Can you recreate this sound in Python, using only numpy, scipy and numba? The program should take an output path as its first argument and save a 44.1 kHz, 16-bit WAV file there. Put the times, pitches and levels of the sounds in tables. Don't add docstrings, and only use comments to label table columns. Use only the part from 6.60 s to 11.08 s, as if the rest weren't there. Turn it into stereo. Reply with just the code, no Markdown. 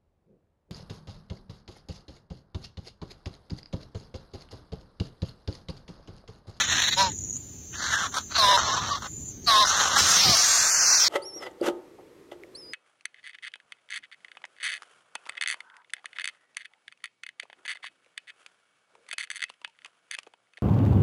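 import sys
import numpy as np
from scipy import signal
from scipy.fft import rfft, irfft
from scipy.io import wavfile
from scipy.ndimage import uniform_filter1d
from numba import njit

SR = 44100
rng = np.random.default_rng(int(sys.argv[2]) if len(sys.argv) > 2 else 0)


def level_to_linear(level):
    exponent = np.asarray(level, float) / 20
    return 10 ** exponent


def generate_wav(sig):
    pcm = np.round(np.clip(np.atleast_2d(sig).T, -1, 1) * 32767).astype(np.int16)
    wavfile.write(sys.argv[1], SR, pcm)


N = 197646

MOVES_S = [.77, .78, 3.45, 3.8]


def rms_one(x):
    return x / np.sqrt(np.mean(x ** 2) + 1e-20)


def evened(y):
    return y / np.sqrt(uniform_filter1d(y ** 2, size=3000) + 1e-12)


def in_time(rows):
    s, *columns = np.transpose(rows)
    return [np.interp(np.arange(N) / SR, s, c) for c in columns]


def drift(rate):
    r = np.exp(-2 * np.pi * rate / SR)
    noise = rng.standard_normal(N + SR)
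    return rms_one(signal.lfilter([1], [1, -2 * r, r * r], noise)[SR:])


def sides(pan_db):
    return level_to_linear(np.array([[.5], [-.5]]) * pan_db)


def two_sided(left, other, alike):
    return np.array([left, alike * left + np.sqrt(1 - alike ** 2) * other])


def coloured(spectrum, alike):
    hz, points = np.fft.rfftfreq(N, 1 / SR) + 1, np.array(spectrum)
    shape_db = np.interp(np.log(hz), np.log(points[:, 0]), points[:, 1], left=-90, right=-90)
    left, other = irfft(rfft(rng.standard_normal((2, N))) * level_to_linear(shape_db), N)
    return rms_one(two_sided(left, other, alike))


def bouts(rows, attack, release):
    t = np.arange(N) / SR
    gains = []
    for s, length, first, last, *_ in rows:
        times = [s - attack, s, s + length, s + length + release]
        levels_db = [first - 30, first, last, last - 30]
        gains.append(level_to_linear(np.interp(t, times, levels_db, left=-150, right=-150)))
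    return np.array(gains)


def blend(gains, values):
    return sum(g ** 2 * v for g, v in zip(gains, values)) / sum(g ** 2 for g in gains)


def bumps(rows, t):
    return sum(height * np.exp(-((t - s) / half) ** 2) for s, height, half in rows)


@njit
def resonate(x, cosine, r):
    y = np.zeros(len(x))
    for i in range(2, len(x)):
        y[i] = x[i] - .5 * x[i - 2] + 2 * r[i] * cosine[i] * y[i - 1] - r[i] * r[i] * y[i - 2]
    return y


def tract(x, hz, width, skirt_db):
    cosine = np.cos(2 * np.pi * hz / SR)
    r = np.exp(-np.pi * np.clip(width, 150, 4000) / SR) + 0 * hz
    once = resonate(x, cosine, r)
    twice = resonate(once, cosine, r)
    return evened(evened(twice) + level_to_linear(skirt_db) * evened(once))


def syrinx():
    pulses_per_s, puff_decay_s = 290, 0.0056
    turns = np.cumsum(pulses_per_s * level_to_linear(3.0 * drift(150))) / SR
    pulses = np.diff(np.floor(turns), prepend=0) * level_to_linear(1.9 * rng.standard_normal(N))
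    puffs = signal.lfilter([1], [1, -np.exp(-1 / (puff_decay_s * SR))], pulses) + 1.7
    return rms_one(pulses), rms_one(puffs * rng.standard_normal(N))


def surges():
    # time in seconds, push (or catch, if negative) in dB, half length in seconds.
    push_rows = [(0.103, -5, .0015), (0.116, -4, .0015), (.145, -7, .0015), (0.151, -6.5, .0012),
                 (0.152, -1, 0.0029), (.163, -5, 0.0014), (0.177, -5, .0015), (.207, -4.5, 0.0017),
                 (0.231, -6.5, .002), (0.26, -8, .0015), (0.267, -6.5, .0015), (0.286, -4, 0.0014),
                 (.333, -5, .0015), (1.534, -5, .004), (1.956, -6, .003), (1.974, 3, .004), (2.2, -4, .006),
                 (2.26, -5, .004), (2.419, -2, .004), (0.191, -3, 0.0051), (0.211, -7, 0.0034),
                 (0.223, 6, 0.0055), (0.245, -2, 0.0015), (0.248, 2.5, 0.0056), (0.277, -4, 0.0023),
                 (0.293, 5, .004), (0.311, -4.5, 0.0089), (0.324, 1.5, 0.003), (0.342, 0.5, 0.0019),
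                 (0.346, 1, 0.0017), (0.358, -10, 0.0045), (1.171, -7, .006), (1.338, 2.5, 0.013),
                 (1.377, -1.5, .003), (1.396, -2.5, 0.0057), (1.438, 4, 0.01), (1.464, 3.5, 0.0056),
                 (1.475, -7.5, 0.011), (1.544, 7.5, 0.0039), (1.559, 2, 0.0044), (1.585, 8, 0.0033),
                 (1.724, 8.5, 0.0042), (1.732, -16.5, 0.011), (1.758, -3.5, 0.0039), (1.775, -14, 0.0043),
                 (2.138, 8.5, 0.016), (2.146, -4, 0.0032), (2.213, -3, 0.0044), (3.062, -14, 0.0033),
                 (3.26, 1, 0.0039), (3.287, -7, 0.0065), (3.385, -7, .003), (3.428, -10, 0.0052)]
    flutter_db, grain_db = 1.6, 1.8
    pushes_db = bumps(push_rows, np.arange(N) / SR)
    return level_to_linear(pushes_db + flutter_db * drift(76) + grain_db * drift(170))


def squeak_courses():
    # time in seconds, upper voice in Hz, upper voice in dB.
    arch = [(.364, 912, -40), (.376, 936, -23.5), (.4, 975, -20), (.418, 975, -20), (.468, 931, -29.5),
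            (.494, 869, -39), (.512, 860, -62)]
    # start in seconds, length in seconds, first Hz, settled Hz, upper voice in dB.
    falling = [
        (1.787, 0.18, 1148, 954, -20),
        (2.048, 0.085, 1106, 1008, -31),
        (2.167, 0.036, 1092, 985, -31.5),
        (2.273, 0.094, 1140, 1055, -35.5),
        (2.88, 0.1616, 1201, 1019, -19),
        (3.652, 0.097, 1311, 1096, -32),
        (3.78, .2, 1232, 1150, -38.5),
    ]
    # time in seconds, pitch change as a share, level in dB,
    # half length in seconds.
    breaks = [(1.87, -.015, 0, .015), (1.905, .035, 0, .025), (2.1, -.02, 0, .015), (2.13, .06, 3, .018),
              (2.195, -.04, -4, .012), (2.3, -.03, -3, .012), (2.335, .06, 1, .018), (2.375, -.03, 0, .012),
              (2.985, -.015, 0, .015), (3.004, .05, 0, .013), (3.71, .035, 0, .02), (3.745, -.05, 0, .015),
              (3.85, 0, -14, .015)]
    settle_s, attack_s, release_s = 0.055, 0.019, 0.0045
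    swell_db, swell_s = 0.5, 0.0085
    t = np.arange(N) / SR
    hz, db = in_time(arch)
    start, end = arch[0][0], arch[-1][0]
    courses = [(hz, level_to_linear(db) * (t > start) * (t < end), np.clip((t - start) / (end - start), 0, 1))]
    share = bumps([(at, up, half) for at, up, _, half in breaks], t)
    lift_db = bumps([(at, lift, half) for at, _, lift, half in breaks], t)
    for s, length, first, settled, db in falling:
        age = np.clip(t - s, -attack_s, length)
        pitch = settled + (first - settled) * np.exp(-age / settle_s)
        gain = bouts([(s, length, db, db)], attack_s, release_s)[0]
        gain = gain * level_to_linear(swell_db * np.exp(-np.abs(age) / swell_s) + lift_db)
        courses.append((pitch * (1 + share), gain, np.clip(age / length, 0, 1)))
    return courses


def rasps():
    # start in seconds, length in seconds, first level in dB, last level in dB,
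    # gape (mouth above throat) in dB.
    chatter_rows = [(0.0, 0.039, -18, -35.5, 5.5), (0.033, 0.04, -41.5, -42.5, 7.5),
                    (0.087, 0.12, -30.5, -27, 6.5), (0.224, 0.063, -33, -31, 11.5),
                    (0.326, 0.017, -30.5, -33.5, 9), (0.494, 0.03, -51, -55.5, 10),
                    (1.142, 0.061, -42.5, -38, 2), (1.222, 0.063, -32, -34.5, 2.5),
                    (1.306, 0.17, -29, -33.5, 0.5), (1.534, 0.04, -39.5, -28.5, 1),
                    (1.586, 0.043, -42, -59, 4), (1.706, 0.015, -49, -31, 1.5),
                    (1.754, 0.03, -33.5, -29, 11.5), (1.764, 0.17, -41, -27, -13),
                    (1.972, 0.2, -24.5, -37, 1), (2.169, 0.028, -30.5, -37.5, -1),
                    (2.214, 0.17, -31, -40.5, 2), (2.424, 0.037, -40, -36, -1),
                    (3.052, 0.15, -27.5, -24.5, 0.5), (3.212, 0.13, -24, -27.5, 0),
                    (3.366, 0.049, -19, -25, -1.5), (3.443, 0.13, -25, -29.5, -1),
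                    (3.618, 0.45, -38.5, -34.5, -1), (4.022, 0.33, -42, -31, -6)]
    # time in seconds, effort in dB, shrill pitch in Hz, mouth above shrill in dB,
    # spread in dB (several shrieks at once widen the shrill band).
    chorus_rows = [(3.05, -27, 4850, -3, 1), (3.09, -23, 5900, -3, -6.5), (3.14, -33.5, 6160, -5, -2),
                   (3.22, -28, 6500, -25, -4), (3.34, -37, 5900, 5, 4), (3.39, -17, 5400, -4, 3.5),
                   (3.47, -22.5, 5670, -1, 4.5), (3.49, -16, 5900, -7.5, 5), (3.6, -19, 5470, 5, -1.5),
                   (3.66, -20.5, 4780, 4.5, 1), (3.77, -18.5, 5470, 0, 0), (3.88, -17, 6400, -4, 5),
                   (4.14, -19.5, 6370, -7, 5.5), (4.22, -19, 5700, -3.5, 0), (4.36, -19.5, 5660, -3.5, 4),
                   (4.43, -17, 5530, -2, -5.5), (4.456, -19.5, 5060, 0.5, 3), (4.48, -23.5, 4900, 3.5, 2.5)]
    # time in seconds, throat in Hz, mouth in Hz.
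    tract_rows = [(0.0, 1750, 3560), (.2, 1765, 3740), (.33, 2000, 4090), (1.14, 1620, 2800),
                  (1.17, 1610, 4420), (1.24, 1540, 4200), (1.36, 1600, 3560), (1.5, 1340, 3640),
                  (1.72, 1340, 4250), (2.1, 1267, 3710), (2.36, 1250, 3850), (3.07, 1360, 4080),
                  (3.19, 1430, 3800), (3.28, 1240, 3660), (3.41, 1480, 4150), (3.49, 1425, 4080),
                  (3.7, 1290, 4150), (3.85, 1580, 4650), (4.48, 1522, 4370)]
    # width in Hz, left-right likeness (0-1), share of noise (0-1),
    # skirt in dB.
    resonances = [
        (1240, 0.78, 0.35, -26.5),
        (1235, 0.72, 1, -8),
        (1813, 0.25, 0.62, -25),
    ]
    # frequency in Hz, level in dB.
    breath_colour = [(7400, -56), (8000, 10.5), (9000, 8), (10400, 1.5), (10800, -2.5), (13000, 0),
                     (15000, -11.5), (16200, -11)]
    # time in seconds, breath heard in dB, left-right in dB.
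    facing = [(0, 7.5, 8), (.3, 11, 4.5), (.45, -10, 2.5), (1.15, 7, 0), (1.45, 10, 5.5), (1.58, 11.5, -1),
              (1.75, -0.5, -8.5), (1.95, 0, -1), (2.05, -8.5, 3), (2.4, 6.5, -1.5), (2.9, 0.5, -6.5),
              (3.1, -1, 4), (3.5, 3.5, 2), (3.9, 2.5, 1), (4.48, -1.5, 4)]
    # shrill in dB, breath in dB, throat damping in dB, mouth damping in dB, mouth left-right in dB,
    # shrill left-right in dB.
    chatter_voice = (0.5, -21.5, -5, 1.5, 4, 3)
    squeak_voice = (-3.5, -18, 12, -6, -0.5, 9.5)
    chorus_voice = (3, -10, -9, 3, 0.5, 8)
    voices = np.transpose([chatter_voice, squeak_voice, chorus_voice])
    shrill_db, breath_db, throat_damp, mouth_damp, mouth_pan, shrill_pan = voices
    chatter_shrill_hz, squeak_shrill_hz = 5900, 5050

    chatter_bouts = bouts(chatter_rows, attack=0.029, release=0.033) * surges()
    gaping = level_to_linear(np.array(chatter_rows)[:, 4]) @ chatter_bouts + 1e-6
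    chatter = chatter_bouts.sum(axis=0) + 1e-6
    pitches, gains, places = zip(*squeak_courses())
    squeak = sum(gains) + 1e-9
    pitch = sum(g * v for g, v in zip(gains, pitches)) / squeak
    place = sum(g * v for g, v in zip(gains, places)) / squeak
    effort_db, shriek_hz, gape_db, spread_db = in_time(chorus_rows)
    chorus = level_to_linear(effort_db) * (np.arange(N) > chorus_rows[0][0] * SR)

    throat_hz, mouth_hz = in_time(tract_rows)
    sinking_hz = 3567 + 870 * np.exp(-place / 0.2) + 390 * place ** 3
    squeak_mouth_hz = np.where(gains[0] > 0, 4150, sinking_hz)
    squeak_mouth = squeak * (squeak / level_to_linear(-20.5)) ** 0.1 * level_to_linear(0.5)

    throat_levels = [chatter, squeak * level_to_linear(-9), chorus * level_to_linear(-16)]
    mouth_levels = [gaping, squeak_mouth, chorus * level_to_linear(gape_db)]
    shrill_levels = np.array([np.sqrt(chatter * gaping), squeak, chorus]) * level_to_linear(shrill_db)[:, None]
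    levels = [throat_levels, mouth_levels, shrill_levels]
    centres = [[throat_hz, pitch, throat_hz], [mouth_hz, squeak_mouth_hz, mouth_hz],
               [chatter_shrill_hz, squeak_shrill_hz, shriek_hz]]
    damps = [throat_damp, mouth_damp, [0, 0, spread_db]]
    pans = [0 * mouth_pan, mouth_pan, shrill_pan]
    narrow = [(chatter / gaping) ** 0.15, 1, 1]

    squeak_breath = squeak * (squeak / level_to_linear(-25.0)) ** 1.14 * level_to_linear(-5.0 * place ** 2)
    chorus_breath = chorus * level_to_linear(2 * (shriek_hz - chatter_shrill_hz) / 1e3)
    breath = level_to_linear(breath_db) @ [chatter, squeak_breath, chorus_breath]
    facing_db, side_db = in_time(facing)
    air = breath * level_to_linear(facing_db + 1.7 * drift(64)) * coloured(breath_colour, alike=0.16)

    near, far = syrinx(), syrinx()
    out = 0
    for parts, hz, damp_db, pan, (width, alike, noisy, skirt_db) in zip(levels, centres, damps, pans, resonances):
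        centre = blend(parts, hz)
        width = width * blend(parts, [level_to_linear(db) * n for db, n in zip(damp_db, narrow)])
        left, other = (tract((1 - noisy) * pulses + noisy * puffs, centre, width, skirt_db)
                       for pulses, puffs in (near, far))
        level = np.sqrt(sum(g ** 2 for g in parts))
        out = out + level * sides(blend(parts, pan) + side_db) * two_sided(left, other, alike)
    out = air + signal.sosfilt(signal.cheby1(8, 1, 7603, fs=SR, output="sos"), out)
    return signal.sosfilt(signal.butter(4, 480, "high", fs=SR, output="sos"), out)


def squeaks():
    # multiple of the common beat, level under the upper voice in dB.
    mixing = [(4, -21), (6, -19), (7, -21), (8, -18), (9, -23), (10, -21), (11, -23), (12, -24), (13, -23),
              (14, -23), (15, -20), (16, -20), (17, -16), (18, -13), (19, -14), (20, -12), (21, -16)]
    # level in dB, one per squeak.
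    lower_levels = [-9.5, -10.5, -15.5, -32, -40, -13.5, 2.5, -2.5]
    unsteadiness = [.005, .009, .012, .024, .024, .007, .007, .008]
    out, waver, flutter = np.zeros(N), drift(40), drift(27)
    wobble = [drift(40) for _ in mixing]
    phases = rng.uniform(0, 2 * np.pi, len(mixing))
    for (hz, gain, place), unsteady, lower_db in zip(squeak_courses(), unsteadiness, lower_levels):
        on = gain > 1e-5
        beat = 2 * np.pi * np.cumsum((hz * (1 + unsteady * waver))[on]) / SR / 5
        lower = level_to_linear(lower_db - 4.5 * np.sin(np.pi * place[on]))
        upper = level_to_linear(-8 * np.exp(-place[on] / .12))
        tone = upper * np.sin(5 * beat) + lower * np.sin(3 * beat)
        for (multiple, db), own, phase in zip(mixing, wobble, phases):
            tone += level_to_linear(db + 2 * own[on]) * np.sin(multiple * beat + phase)
        out[on] += gain[on] * level_to_linear(3 + 200 * unsteady * flutter[on]) * tone
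    return out * sides(7.1)


def whistles():
    # time in seconds, pitch in Hz, level in dB.
    paths = [
        [(1.778, 4517, -40), (1.79, 4320, -30), (1.83, 3807, -26), (1.87, 3570, -36), (1.91, 3680, -27),
         (1.96, 3850, -31)],
        [(2.866, 4650, -47), (2.876, 4520, -24.5), (2.892, 3910, -21.5), (2.93, 3690, -24), (2.985, 3750, -21),
         (3.01, 4080, -24.5), (3.045, 4100, -31)],
        [(3.625, 4340, -34), (3.64, 4050, -21.5), (3.66, 3800, -20), (3.7, 3890, -24)],
        [(3.47, 5680, -38), (3.5, 5950, -34), (3.58, 5830, -28), (3.62, 5340, -26)],
        [(4.19, 5985, -41), (4.23, 5900, -27.5), (4.33, 5870, -16), (4.4, 5630, -28), (4.445, 5510, -40)],
        [(.225, 3900, -43), (.26, 3946, -16.5), (.29, 3994, -38), (.312, 3900, -42), (.326, 3950, -16),
         (.345, 3900, -26), (.355, 4050, -47)],
        [(1.295, 1764, -43), (1.33, 1650, -32.5), (1.38, 1608, -32.5), (1.435, 1600, -35), (1.445, 1190, -31),
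         (1.47, 1080, -38)],
    ]
    unsteadiness = [.01, .008, .01, .03, .03, .025, .06]
    out, waver, flicker, t = np.zeros(N), drift(90), drift(60), np.arange(N) / SR
    for rows, unsteady in zip(paths, unsteadiness):
        on = (t > rows[0][0]) & (t < rows[-1][0])
        hz, db = in_time(rows)
        phase = 2 * np.pi * np.cumsum(hz * (1 + unsteady * waver)) / SR
        out[on] += (level_to_linear(db + 3 + 2.5 * flicker) * np.sin(phase))[on]
    return out * surges() ** 0.63 * sides(5.2)


def ports(x):
    # frequency in Hz, level in dB.
    shade = [(600, -4), (2000, 7.5), (4500, 0.5), (6500, -10.5), (8000, -53), (16000, -58)]
    # frequency in Hz, then the lead in radians when huddled, when lined up,
    # and at the entrance.
    lead_rows = [(0, 0, 0, 0), (1000, .4, .4, .4), (1800, 0, .4, .8), (2300, .6, 3, 2.3),
                 (3000, 1.6, 1.5, 2.9), (3500, 2.2, 2, 3.1), (4100, 1.8, 1.6, 3.2), (4700, 3.1, 1, 1.2),
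                 (5300, 4, 0, 0), (5900, 5.2, -1, -1), (6500, 6.5, 1, 1), (7300, 8, 2.5, 2.3)]
    hz, t = np.fft.rfftfreq(N, 1 / SR), np.arange(N) / SR
    spectrum = rfft(x[1]) * level_to_linear(np.interp(hz, *np.transpose(shade)))
    place = np.interp(t, MOVES_S, [0.0054, 1.046, 1, 1.79])
    at_hz, *leads = np.transpose(lead_rows)
    right = np.zeros(N)
    for k, lead in enumerate(leads):
        turned = irfft(spectrum * np.exp(-1j * np.interp(hz, at_hz, lead)), N)
        right += np.sqrt(np.clip(1 - abs(place - k), 0, 1)) * turned
    return np.array([x[0], right])


def knocks():
    # time in seconds, peak in dB, left-right in dB.
    knock_rows = [
        (0.766, -37.5, 5),
        (1.721, -39, -13),
        (1.753, -45, -3),
        (3.389, -2, 1.5),
        (3.768, -4.5, -4),
    ]
    out, age = np.zeros((2, N + 2000)), np.arange(2000) / SR
    for s, db, pan in knock_rows:
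        first = round(s * SR)
        crack = rng.standard_normal((2, 2000)) * level_to_linear(db + 1.0 - 60 * age / 0.025)
        out[:, first:first + 2000] += crack * sides(pan)
    return signal.sosfilt(signal.butter(2, [700, 7000], "band", fs=SR, output="sos"), out[:, :N])


def thump():
    # time in seconds, peak in dB, first pitch in Hz, decay in seconds.
    s, db, hz, decay = (3.692, -22.5, 122, 0.045)
    # start in seconds, length in seconds, first level in dB, last level in dB.
    scuff_rows = [
        (3.66, .012, -36, -38),
        (3.695, .014, -33, -36),
    ]
    age = np.clip(np.arange(N) / SR - s, 0, None)
    blow = level_to_linear(db - 30 * age / decay) * np.sin(2 * np.pi * hz * age * (1 - 4 * age))
    bark = coloured([(230, -10), (320, 0), (480, -3), (600, -20)], alike=.6)
    scuffs = bouts(scuff_rows, attack=.015, release=.02).sum(axis=0) * bark
    return blow * sides(-8) + scuffs * sides(-5)


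def wings():
    # start in seconds, length in seconds, first level in dB, last level in dB, pitch in Hz.
    hum = (3.5, 0.13, -47, -46, 186.5)
    gain = bouts([hum], attack=0.03, release=.03)[0]
    phase = 2 * np.pi * np.cumsum(hum[4] * (1 + .015 * drift(30))) / SR
    return np.sqrt(2) * gain * np.sin(phase) * sides(-3.0)


def strokes(throb_per_s):
    first_s, length_s, top_hz, sag_hz_per_s = .6842, .0085, 7300, 110000
    count, age = np.divmod(np.arange(N) / SR - first_s + 30 / throb_per_s, 1 / (3 * throb_per_s))
    k = count.astype(int)
    luck = rng.standard_normal((k.max() + 1, 4))[k].T
    strength = level_to_linear(np.array([-6, 2, 3])[k % 3] + 1.5 * luck[0])
    shape = np.sin(np.pi * np.clip(age / length_s, 0, 1)) ** 2 * strength
    turns = (top_hz + 70 * luck[1] - sag_hz_per_s * age / 2) * age
    return 2 * shape * np.sin(2 * np.pi * (turns + luck[2:]))


def insects():
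    # time in seconds, level in dB.
    swarm_rows = [(0, -59.5), (.77, -39), (.78, -49), (1.2, -40), (2.5, -47.5), (2.75, -45), (3.0, -39),
                  (4.48, -78)]
    # start in seconds, length in seconds, first level in dB, last level in dB.
    singer_rows = [
        (0, 0.772, -35, -35),
        (.79, 0.91, -44.5, -66),
        (1.2, 0.85, -44.5, -54),
        (2.5, 0.21, -40.5, -39),
    ]
    throb_per_s = 33.5
    t = np.arange(N) / SR
    turn, clear = 2 * np.pi * throb_per_s * t, t < MOVES_S[0]
    depth = np.where(clear, 1, .35)
    throb = 1 + .7 * depth * np.sin(turn + np.where(clear, 4.17, 1))
    throb = throb * (1 + .65 * depth * np.sin(3 * turn + .42))
    swarm = coloured([(5000, -19.0), (5600, -10.0), (5800, -1.0), (6300, 10.0), (6700, 3), (7300, -6.5),
                      (7550, 0.0)], alike=0.042)
    singer = coloured([(5700, -18.0), (6000, -24.0), (6500, -18.5), (6950, -2.0), (7250, -19.0), (7600, -21.5),
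                       (8100, -24.5), (8600, -32.0)], alike=0.1)
    later = coloured([(6600, -30.0), (6850, -2.5), (7100, 1.5), (7400, -13.0), (7700, -25.0), (8400, -28.5),
                      (12500, -41.0)], alike=0.3)
    swarm_db = in_time(swarm_rows)[0] + 0.5 * drift(6.7) + 4 * np.sin(turn + 2.6) * clear + 2 * drift(60)
    song_gain = bouts(singer_rows, attack=0.14, release=0.015).sum(axis=0)
    song = np.where(clear, strokes(throb_per_s) + .45 * throb * singer, throb * later)
    return (level_to_linear(swarm_db) * swarm + song_gain * song) * sides(10.4)


def rumble():
    # frequency in Hz, level in dB.
    colour = [(18, -38), (30, -13), (50, -5), (85, 6), (140, -1), (250, -3), (420, -10.5), (600, -31),
              (900, -30)]
    # time in seconds, level in dB.
    floor_rows = [(0, -41.5), (.77, -42.5), (.8, -46), (3.6, -45), (3.8, -52.5), (4.48, -57.5)]
    # start in seconds, length in seconds, first level in dB, last level in dB.
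    gust_rows = [(0, 0.013, -44, -59), (.13, 0.053, -43, -43), (.4, 0.082, -47, -48),
                 (.68, 0.039, -66, -52), (1.42, 0.085, -53, -50.5), (1.78, 0.51, -52, -50),
                 (2.53, 0.013, -60, -73), (2.76, 0.11, -84, -45), (3.3, 0.49, -47.5, -75),
                 (3.67, 0.036, -31.5, -23.5), (4.0, 0.023, -46, -46)]
    wind = level_to_linear(in_time(floor_rows)[0]) + bouts(gust_rows, attack=0.041, release=0.056).sum(axis=0)
    return wind * level_to_linear(2.0 * drift(8)) * coloured(colour, alike=0.3) * sides(-7.5)


def hiss():
    # frequency in Hz, level in dB.
    colour = [(500, -4), (1000, -12), (5500, -10), (8500, -16), (13200, -25), (13500, -11), (15500, -11),
              (15900, -22)]
    return level_to_linear(-53.5) * coloured(colour, alike=0.019)


def thinned_out(x, under_db, spread_db):
    # time in seconds, centre in Hz, half width in Hz.
    cancel_rows = [(.07, 4720, 230), (.15, 4720, 230), (.17, 4720, 0), (.19, 4720, 230), (.29, 4720, 230),
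                   (.3, 4700, 0), (3.8, 3050, 0), (3.93, 3100, 170), (4.02, 3150, 200), (4.09, 3100, 340),
                   (4.095, 3300, 300), (4.105, 3720, 620), (4.22, 3650, 600), (4.27, 3400, 560),
                   (4.39, 3250, 450), (4.4, 2950, 150)]
    middle_side = np.array([x[0] + x[1], x[0] - x[1]]) / 2
    hz, t, cells = signal.stft(middle_side, SR, nperseg=2048)
    line_hz, band_hz = hz[:1024, None], hz[4:1024:8, None]
    power = abs(cells[:, :1024]) ** 2
    band = power.reshape(2, 128, 8, -1).mean(axis=2)
    mask = uniform_filter1d(band.max(axis=0), size=13, axis=0)
    luck = np.repeat(rng.exponential(1, band.shape), 2, axis=2)[..., :band.shape[2]]
    lost = band < mask * level_to_linear(2 * (under_db + spread_db * luck))
    lost |= band < band[::-1] * level_to_linear(2 * (luck - 10))
    treble = abs(band_hz - 10700) < 2650
    wide = np.repeat(uniform_filter1d(band, size=3)[:, ::4], 4, axis=1)
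    wide_luck = np.repeat(luck[:, ::4], 4, axis=1)
    lost |= treble & (wide < level_to_linear(2 * (5 * wide_luck - 101)))
    s, centre, half = np.transpose(cancel_rows)
    lost[0] |= abs(band_hz - np.interp(t, s, centre)) < np.interp(t, s, half, left=0)
    weak = power < np.repeat(band, 8, axis=1) * np.where(line_hz > 8000, 1.25, .95)
    gone = weak | np.repeat(lost, 8, axis=1)
    cells[:, :1024] *= 1 - gone * (line_hz > 1300)
    mid, side = signal.istft(cells, SR, nperseg=2048)[1][:, :N]
    return np.array([mid + side, mid - side])


def scene():
    birds = ports(rasps() + squeaks() + whistles())
    return birds + knocks() + thump() + wings() + insects() + rumble() + hiss()


def band_limit(x):
    return signal.sosfilt(signal.butter(12, 15990, fs=SR, output="sos"), x)


def record(dry):
    # frequency in Hz, width in Hz, depth in dB.
    dip_rows = [(7950, 150, -8), (10600, 250, -10)]
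    hz = np.fft.rfftfreq(N, 1 / SR)
    dips_db = bumps([(centre, db, width) for centre, width, db in dip_rows], hz)
    dipped = irfft(rfft(dry) * level_to_linear(dips_db) * (hz < 15850), N)
    rounded = .54 * np.tanh(dipped / .54)
    return band_limit(thinned_out(rounded, under_db=-14, spread_db=4))


dry = scene()
out = record(dry)
generate_wav(out)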